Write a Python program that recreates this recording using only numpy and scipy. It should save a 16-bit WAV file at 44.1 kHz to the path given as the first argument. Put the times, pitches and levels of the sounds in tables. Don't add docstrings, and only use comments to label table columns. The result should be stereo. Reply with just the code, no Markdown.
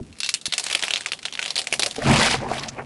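import sys
import numpy as np
from scipy import signal
from scipy.io import wavfile

SR = 44100
rng = np.random.default_rng(int(sys.argv[2]) if len(sys.argv) > 2 else 0)


def linear_from_db(decibels):
    return 10 ** (np.asarray(decibels, float) / 20)


def wav_out(sig):
    wavfile.write(sys.argv[1], SR, np.round(np.clip(np.atleast_2d(sig).T, -1, 1) * 32767).astype(np.int16))


N = 125685

# pitch in Hz, level in dB per Hz.
AIR_SPECTRUM = [(25, -11), (216, 3.5), (1100, -13), (2660, -21.5), (10600, -20.5), (12000, -25)]
AIR_DB = -52.5

# time in seconds, level in dB.
THUD_LEVELS = [
    [(0, 3.5), (.018, -40), (.05, -38), (.14, -43), (.22, -71)],
    [(1.7, -55), (1.8, -50), (1.97, -51), (2.05, -30.5), (2.08, -17.5), (2.14, -21.5), (2.25, -33),
     (2.45, -35), (2.7, -43), (2.85, -43)],
]
# pitch in Hz, level in dB per Hz.
THUD_SPECTRUM = [(25, -19), (65, -0.5), (130, -8.5), (220, -6), (333, -12), (600, -31)]
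TYRE_AIR_HZ, BODYWORK_HZ, TYRE_DB = 230, 132.5, 5.5

# time in seconds, brightness in dB per octave,
# level of the stack's dull body in dB, level of loose grit in dB.
LOAD = [(0, 1.5, -84, -58.5), (.45, 3, -27.5, -53), (.72, 0.5, -23.5, -31), (1.2, 0, -20, -51.5),
        (1.45, -0.5, -24.5, -45), (1.75, 3, -17.5, -44), (2.0, -0.5, -15, -41), (2.85, -1, -31, -75)]
# pitch in Hz, level in dB per Hz.
CRUMB_SPECTRUM = [(350, -14), (867, -4.5), (2610, 5.5), (4080, 5.5), (10400, -1.5), (12000, -14.5)]
GRIT_PER_S = 210

# start in seconds, peak in dB, pitch in Hz, time to ring down 60 dB in seconds.
KNOCKS = [(0.004, -30, 97, 0.062), (0.011, -24, 239, 0.1), (0.478, -28.5, 230, 0.021),
          (0.711, -29, 633, 0.055), (0.75, -26.5, 560, 0.043), (0.826, -31, 583, 0.022),
          (1.39, -25.5, 1496, 0.09), (1.7245, -20, 670, 0.046), (1.794, -16, 644, 0.035),
          (1.83, -23, 1085, 0.05), (1.982, -15, 449, 0.073), (2.059, -9, 236.3, 0.14),
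          (2.097, -6, 226.4, 0.13), (2.187, -12, 224, 0.028), (2.264, -13, 795, 0.04),
          (2.342, -10.5, 763, 0.066), (2.417, -22.5, 546, 0.13), (2.514, -9, 732, 0.031),
          (2.783, -25, 630, 0.05), (2.797, -45, 875, .05)]
PLATE_RATIOS = [1, 1.68, 0.62, 1.29]

# start in seconds, peak
# in dB, crumbs after the snap in dB over that peak, pitch in Hz.
GLASS_CRACKS = [(0.0288, -55, 6, 4130), (0.1271, -42, -4, 4060), (0.186, -41, 4, 8900),
                (0.203, -27.5, 8.5, 3730), (0.2324, -16, -4, 4000), (0.2442, -24.5, 6.5, 4000),
                (0.2613, -28, 7, 4130), (0.2902, -17.5, 5.5, 4220), (0.3398, -25.5, 9, 4500),
                (0.3453, -27, 5.5, 4140), (0.3575, -40, -3, 3070), (0.413, -42.5, 10, 4270),
                (0.4559, -25, 6.5, 4400), (0.4652, -28, 2.5, 4100), (0.4998, -46, 2, 3450),
                (0.5095, -46, -3, 3590), (0.5238, -30, 13.5, 3680), (0.5366, -14.5, -2, 3580),
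                (0.5798, -20.5, 8.5, 7700), (0.5963, -21.5, 5, 5940), (0.6395, -32, 11, 7800),
                (0.6656, -16, 0, 4180), (0.6996, -29.5, 13, 3030), (0.7108, -30.5, 9.5, 2650),
                (0.7269, -23, 6, 2620), (0.7489, -24, 13, 2740), (0.7926, -37.5, 16, 2270),
                (0.8248, -18.5, 4.5, 3950), (0.836, -16, 2.5, 3000), (0.8394, -27.5, -3, 2860),
               (0.8815, -16, -3.5, 2620), (0.9068, -15.5, -2, 3050), (0.9364, -15, 1, 3700),
               (0.959, -16, -5, 3400), (0.9684, -19.5, -13.5, 3100), (0.975, -31.5, 8.5, 2870),
               (1.008, -34, 7.5, 2000), (1.0603, -23.5, 5.5, 2380), (1.068, -33, 5, 2540),
               (1.0856, -34, 2, 2970), (1.1188, -15.5, -2, 3020), (1.133, -16.5, -10.5, 3130),
               (1.19, -39.5, 8, 3530), (1.2292, -35, 6, 3130), (1.2529, -20.5, 3.5, 3010),
               (1.2616, -24.5, -19, 3900), (1.283, -28, -12, 3020), (1.325, -35, 6, 3280),
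               (1.3362, -29, -2, 3940), (1.3526, -20, -11.5, 3600), (1.3745, -26, -4, 2970),
               (1.3922, -14, -4.5, 2690), (1.416, -26.5, 0, 3080),
                (1.4222, -33, -7, 3000), (1.4264, -21.5, 4.5, 2830), (1.44, -27, -3, 2980),
               (1.4522, -22.5, -6, 3280), (1.4601, -19.5, 0.5, 3300), (1.479, -26.5, 5.5, 3420),
               (1.505, -25.5, 5, 3850), (1.5565, -27, 10.5, 3770), (1.5642, -27.5, 7.5, 2640),
               (1.5792, -12.5, -11, 4470), (1.587, -30, 7.5, 4040), (1.5918, -23.5, 1, 3530),
               (1.6164, -23, -5.5, 5130), (1.6422, -35.5, 3, 7070), (1.6706, -23.5, 4.5, 2450),
               (1.7258, -29.5, 18, 2910), (1.7379, -13, -8, 2730), (1.7945, -17.5, 5.5, 3060),
               (1.822, -23.5, 3.5, 2900), (1.832, -16.5, 0, 2820), (1.8612, -23.5, 11, 4500),
               (1.9106, -37, 10.5, 3550), (1.9622, -32, 8.5, 3450)]
CRACKS = GLASS_CRACKS
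SNAP_CYCLES, SNAP_LATE_S, SNAP_DB = 5, .0002, 7
SHARD_T60_S, SHARD_DB = .018, -16
PANE_HZ = (2700, 4250, 7800)
PANE_DB, PANE_FADE_DB_PER_S = 9, 19
CRUMB_T60_S, CRUMB_RISE_S = .02, .0008
TAIL_T60_S, TAIL_DB = 0.12, -13
STACK_HZ, PITCH_LIFT_DB = 577, 6

# time in seconds, level in dB.
SLIDE_LEVEL = [(1.97, -57), (2.05, -32), (2.07, -26), (2.15, -23.5), (2.17, -19.5), (2.23, -20),
               (2.348, -21.5), (2.372, -36), (2.47, -49), (2.53, -33.5), (2.65, -40), (2.71, -52),
               (2.85, -55.5)]
# pitch in Hz, level in dB per Hz.
GRIND_SPECTRUM = [(250, -2), (1630, -9), (1940, 1), (4470, -2.5), (10600, -12), (12000, -22)]
GRAINS_PER_S, GRAIN_DB = 3000, 1.5

# time in seconds, level in dB.
RATTLE_LEVEL = [(1.97, -41), (2.05, -29), (2.07, -17), (2.34, -34), (2.38, -34), (2.53, -28.5),
                (2.66, -41.5), (2.76, -43), (2.79, -25), (2.85, -53)]

# start in seconds, peak in dB, pitch in Hz, length in seconds.
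SCUFFS = [(2.001, -28, 2010, 0.01), (2.018, -17.5, 1840, .01), (2.062, -22, 2440, 0.014),
          (2.109, -6, 2200, 0.01), (2.135, -9.5, 2710, 0.014), (2.163, -16.5, 2990, 0.0073),
          (2.207, -8, 2010, 0.022), (2.227, -20, 2190, 0.0071), (2.248, -25, 2540, 0.025),
          (2.271, -19, 2020, 0.013), (2.3185, -23, 2400, 0.0035), (2.331, -11, 3000, 0.0091),
          (2.484, -27, 2350, .015), (2.533, -19.5, 2100, 0.012), (2.566, -27, 2530, 0.016),
          (2.579, -18.5, 3660, 0.013), (2.594, -16, 5700, 0.0055), (2.622, -25, 2020, 0.024),
          (2.634, -17, 4450, 0.0084), (2.682, -17.5, 6630, 0.015), (2.785, -42, 1580, 0.011)]
SCUFF_WIDE = 0.66

# pitch in Hz, likeness from 0 to 1.
LIKENESS = [(60, 1), (500, 0.76), (2000, 0.78), (5000, 0.61), (11000, 0.25)]
# time in seconds, left over right in dB.
PAN = [(0, -1), (1.2, 0.5), (2.3, 0.4), (2.6, 1)]


def rms_one(x):
    return x / np.sqrt(np.mean(x ** 2) + 1e-20)


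def in_time(rows):
    s, *columns = np.transpose(rows)
    return [np.interp(np.arange(N) / SR, s, c) for c in columns]


def gate(rows):
    before, after = (rows[0][0] - .01, -120), (rows[-1][0] + .1, -120)
    return linear_from_db(in_time([before] + list(rows) + [after])[0])


def at_hz(points, hz):
    table = np.array(points)
    return np.interp(np.log(hz), np.log(table[:, 0]), table[:, 1])


def drift(rate):
    r = np.exp(-80 * np.pi * rate / SR)
    slow = signal.lfilter([1], [1, -2 * r, r * r], rng.standard_normal(N // 40 + 2002))[2000:]
    return np.interp(np.arange(N) / 40, np.arange(len(slow)), rms_one(slow))


def ring(clicks, hz, t60):
    r, w = linear_from_db(-60 / (t60 * SR)), 2 * np.pi * hz / SR
    return signal.lfilter([0, np.sin(w)], [1, -2 * r * np.cos(w), r * r], clicks + 1e-18)


def fade(clicks, t60):
    return signal.lfilter([1], [1, -linear_from_db(-60 / (t60 * SR))], clicks + 1e-18)


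def colour(white, spectrum, tilt_db=0, patchy_db=0, peak_hz=1):
    out, low = 0, spectrum[0][0]
    edges = low * 2 ** np.arange(0, np.log2(spectrum[-1][0] / low) + .3, 1 / 3)
    for k, (low, high) in enumerate(zip(edges, edges[1:])):
        band = signal.butter(2, [low, high], "band", fs=SR, output="sos")
        mid, side = signal.sosfilt(band, white)
        hz = np.sqrt(low * high)
        alike = np.clip(at_hz(LIKENESS, hz), 0, 1)
        lift_db = PITCH_LIFT_DB * np.exp(-(np.log2(hz / peak_hz) / .3) ** 2)
        level_db = at_hz(spectrum, hz) + tilt_db * np.log2(hz / 3000) + lift_db
        gain = linear_from_db(level_db + patchy_db * drift(14))
        stereo = np.sqrt(1 + alike) * mid + np.sqrt(1 - alike) * side * [[1], [-1]]
        out = out + (-1) ** k * gain * stereo
    return rms_one(out)


def hiss():
    return rng.standard_normal((2, N))


def grains(per_s, spread_db):
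    sizes = linear_from_db(spread_db * np.minimum(rng.exponential(1, (2, N)), 3.5))
    sizes = sizes * rng.choice([-1, 1], (2, N))
    return rms_one(sizes * (rng.random(N) < per_s / SR))


def open_air():
    return linear_from_db(AIR_DB) * linear_from_db(0.5 * drift(0.9)) * colour(hiss(), AIR_SPECTRUM)


def thuds():
    bump, drop = THUD_LEVELS
    lumps = colour(hiss(), THUD_SPECTRUM, patchy_db=-2.0)
    hum = sum(rms_one(ring(rng.standard_normal(N), hz, .13)) for hz in (TYRE_AIR_HZ, BODYWORK_HZ))
    dropped = lumps + linear_from_db(TYRE_DB) * hum * [[1.1], [.9]]
    return 0.45 * (gate(bump) * lumps + gate(drop) * dropped)


def loose_grit():
    _, _, grit_db = in_time(LOAD)
    chips = grains(GRIT_PER_S * linear_from_db(4 * drift(12)), 2.5) + .6 * hiss()
    return linear_from_db(grit_db) * colour(chips, CRUMB_SPECTRUM, -1, 2.5)


def knocks():
    size = 9000
    out = np.zeros(N + size)
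    for s, db, hz, t60 in KNOCKS:
        blow = np.zeros(size)
        blow[:300] = np.hanning(300) * rng.standard_normal(300)
        push = int(1.3 * SR / hz)
        blow[:push] += 2.5 * np.hanning(push) * np.sin(2 * np.pi * hz * np.arange(push) / SR)
        note = 0
        for k, ratio in enumerate(PLATE_RATIOS):
            note = note + linear_from_db(-2.2 * k) * ring(blow, hz * ratio, np.clip(t60, .01, .2) / ratio)
        i = int(s * SR)
        out[i:i + size] += linear_from_db(db) * note / np.abs(note).max()
    return out[:N]


def snap_and_shards(s, db, hz, luck):
    click = np.zeros(4000)
    click[int(SNAP_LATE_S * SR)] = linear_from_db(db)
    snap = ring(ring(click, hz, SNAP_CYCLES / hz), hz, SNAP_CYCLES / hz)
    snap *= linear_from_db(db + SNAP_DB) / np.abs(snap).max()
    shards = sum(ring(click, min(hz * 2 ** (2 * u - .8), 10500), SHARD_T60_S) for u in luck[:8])
    pane = sum((1 + u) * ring(click, f, 260 / f) for f, u in zip(PANE_HZ, luck))
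    shards += linear_from_db(PANE_DB - PANE_FADE_DB_PER_S * s) * pane
    return snap + linear_from_db(SHARD_DB) * shards


def crumbs(rush):
    tilt, _, _ = in_time(LOAD)
    starts, pitches = np.transpose(CRACKS)[[0, 3]]
    latest = np.maximum(np.searchsorted(starts, np.arange(N) / SR) - 1, 0)
    source = hiss() + .5 * grains(2000, 4)
    noise = colour(source, CRUMB_SPECTRUM, tilt, 3, pitches[latest])
    env = fade(rush, CRUMB_T60_S) + linear_from_db(TAIL_DB) * fade(rush, TAIL_T60_S) - fade(rush, CRUMB_RISE_S)
    return env * linear_from_db(1.15 * drift(90)) * noise


def stack_thock(rush):
    _, body_db, _ = in_time(LOAD)
    body = sum(ring(np.gradient(rng.standard_normal(N)), STACK_HZ * k, .015) for k in (.75, 1, 1.3))
    return linear_from_db(body_db) * fade(rush, 0.11) * rms_one(body)


def cracks():
    out, rush = np.zeros(N + 4000), np.zeros(N)
    for (s, db, crumb_db, hz), luck in zip(CRACKS, rng.random((len(CRACKS), 9))):
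        i = int(s * SR)
        out[i:i + 4000] += snap_and_shards(s, db, hz, luck)
        rush[i] += linear_from_db(db + crumb_db)
    sharp = signal.sosfilt(signal.butter(2, 1500, "high", fs=SR, output="sos"), out[:N])
    return sharp + stack_thock(rush) + crumbs(rush)


def slide():
    source = hiss() + linear_from_db(GRAIN_DB) * grains(GRAINS_PER_S, 5.3)
    grind = linear_from_db(2 * drift(70)) * colour(source, GRIND_SPECTRUM, patchy_db=1.5)
    clink = sum(ring(grains(45, 4), hz, 30 / hz) for hz in np.geomspace(900, 5000, 14))
    return gate(SLIDE_LEVEL) * (grind + .65 * rms_one(clink[0] + .5 * clink))


def rattle():
    source = grains(700, 3.5) + 0.58 * hiss()
    chatter = colour(source, [(300, -11.5), (600, 0.5), (2500, -18.5)], patchy_db=-4.5)
    return gate(RATTLE_LEVEL) * chatter


def scuffs():
    size = 3000
    out = np.zeros((2, N + size))
    for s, db, hz, long_s in SCUFFS:
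        noise = rng.standard_normal((2, size))
        rub = np.diff(noise[0] + .5 * noise[1] * [[-1], [1]], prepend=0)
        rub = signal.lfilter([1], [1, -.8], rub)
        t = np.arange(size) / (.3 * long_s * SR)
        burst = t * np.exp(-t) * (rms_one(ring(rub, hz, 9 / hz)) + SCUFF_WIDE * rms_one(rub))
        i = int(s * SR)
        out[:, i:i + size] += linear_from_db(db) * burst / np.abs(burst).max()
    return out[:, :N]


def scene():
    pan_db, = in_time(PAN)
    air, low = open_air(), thuds()
    glass = loose_grit() + knocks() + cracks() + slide() + rattle() + scuffs()
    return glass * linear_from_db(pan_db * [[.5], [-.5]]) + low + air


def low_pass(x):
    return signal.sosfilt(signal.butter(12, 12390, fs=SR, output="sos"), x)


def record(dry):
    rounded = .78 * np.tanh(dry / .78)
    top_cut = signal.cheby1(12, .5, 11100, fs=SR, output="sos")
    return low_pass(signal.sosfilt(top_cut, rounded))


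dry = scene()
out = record(dry)
wav_out(out)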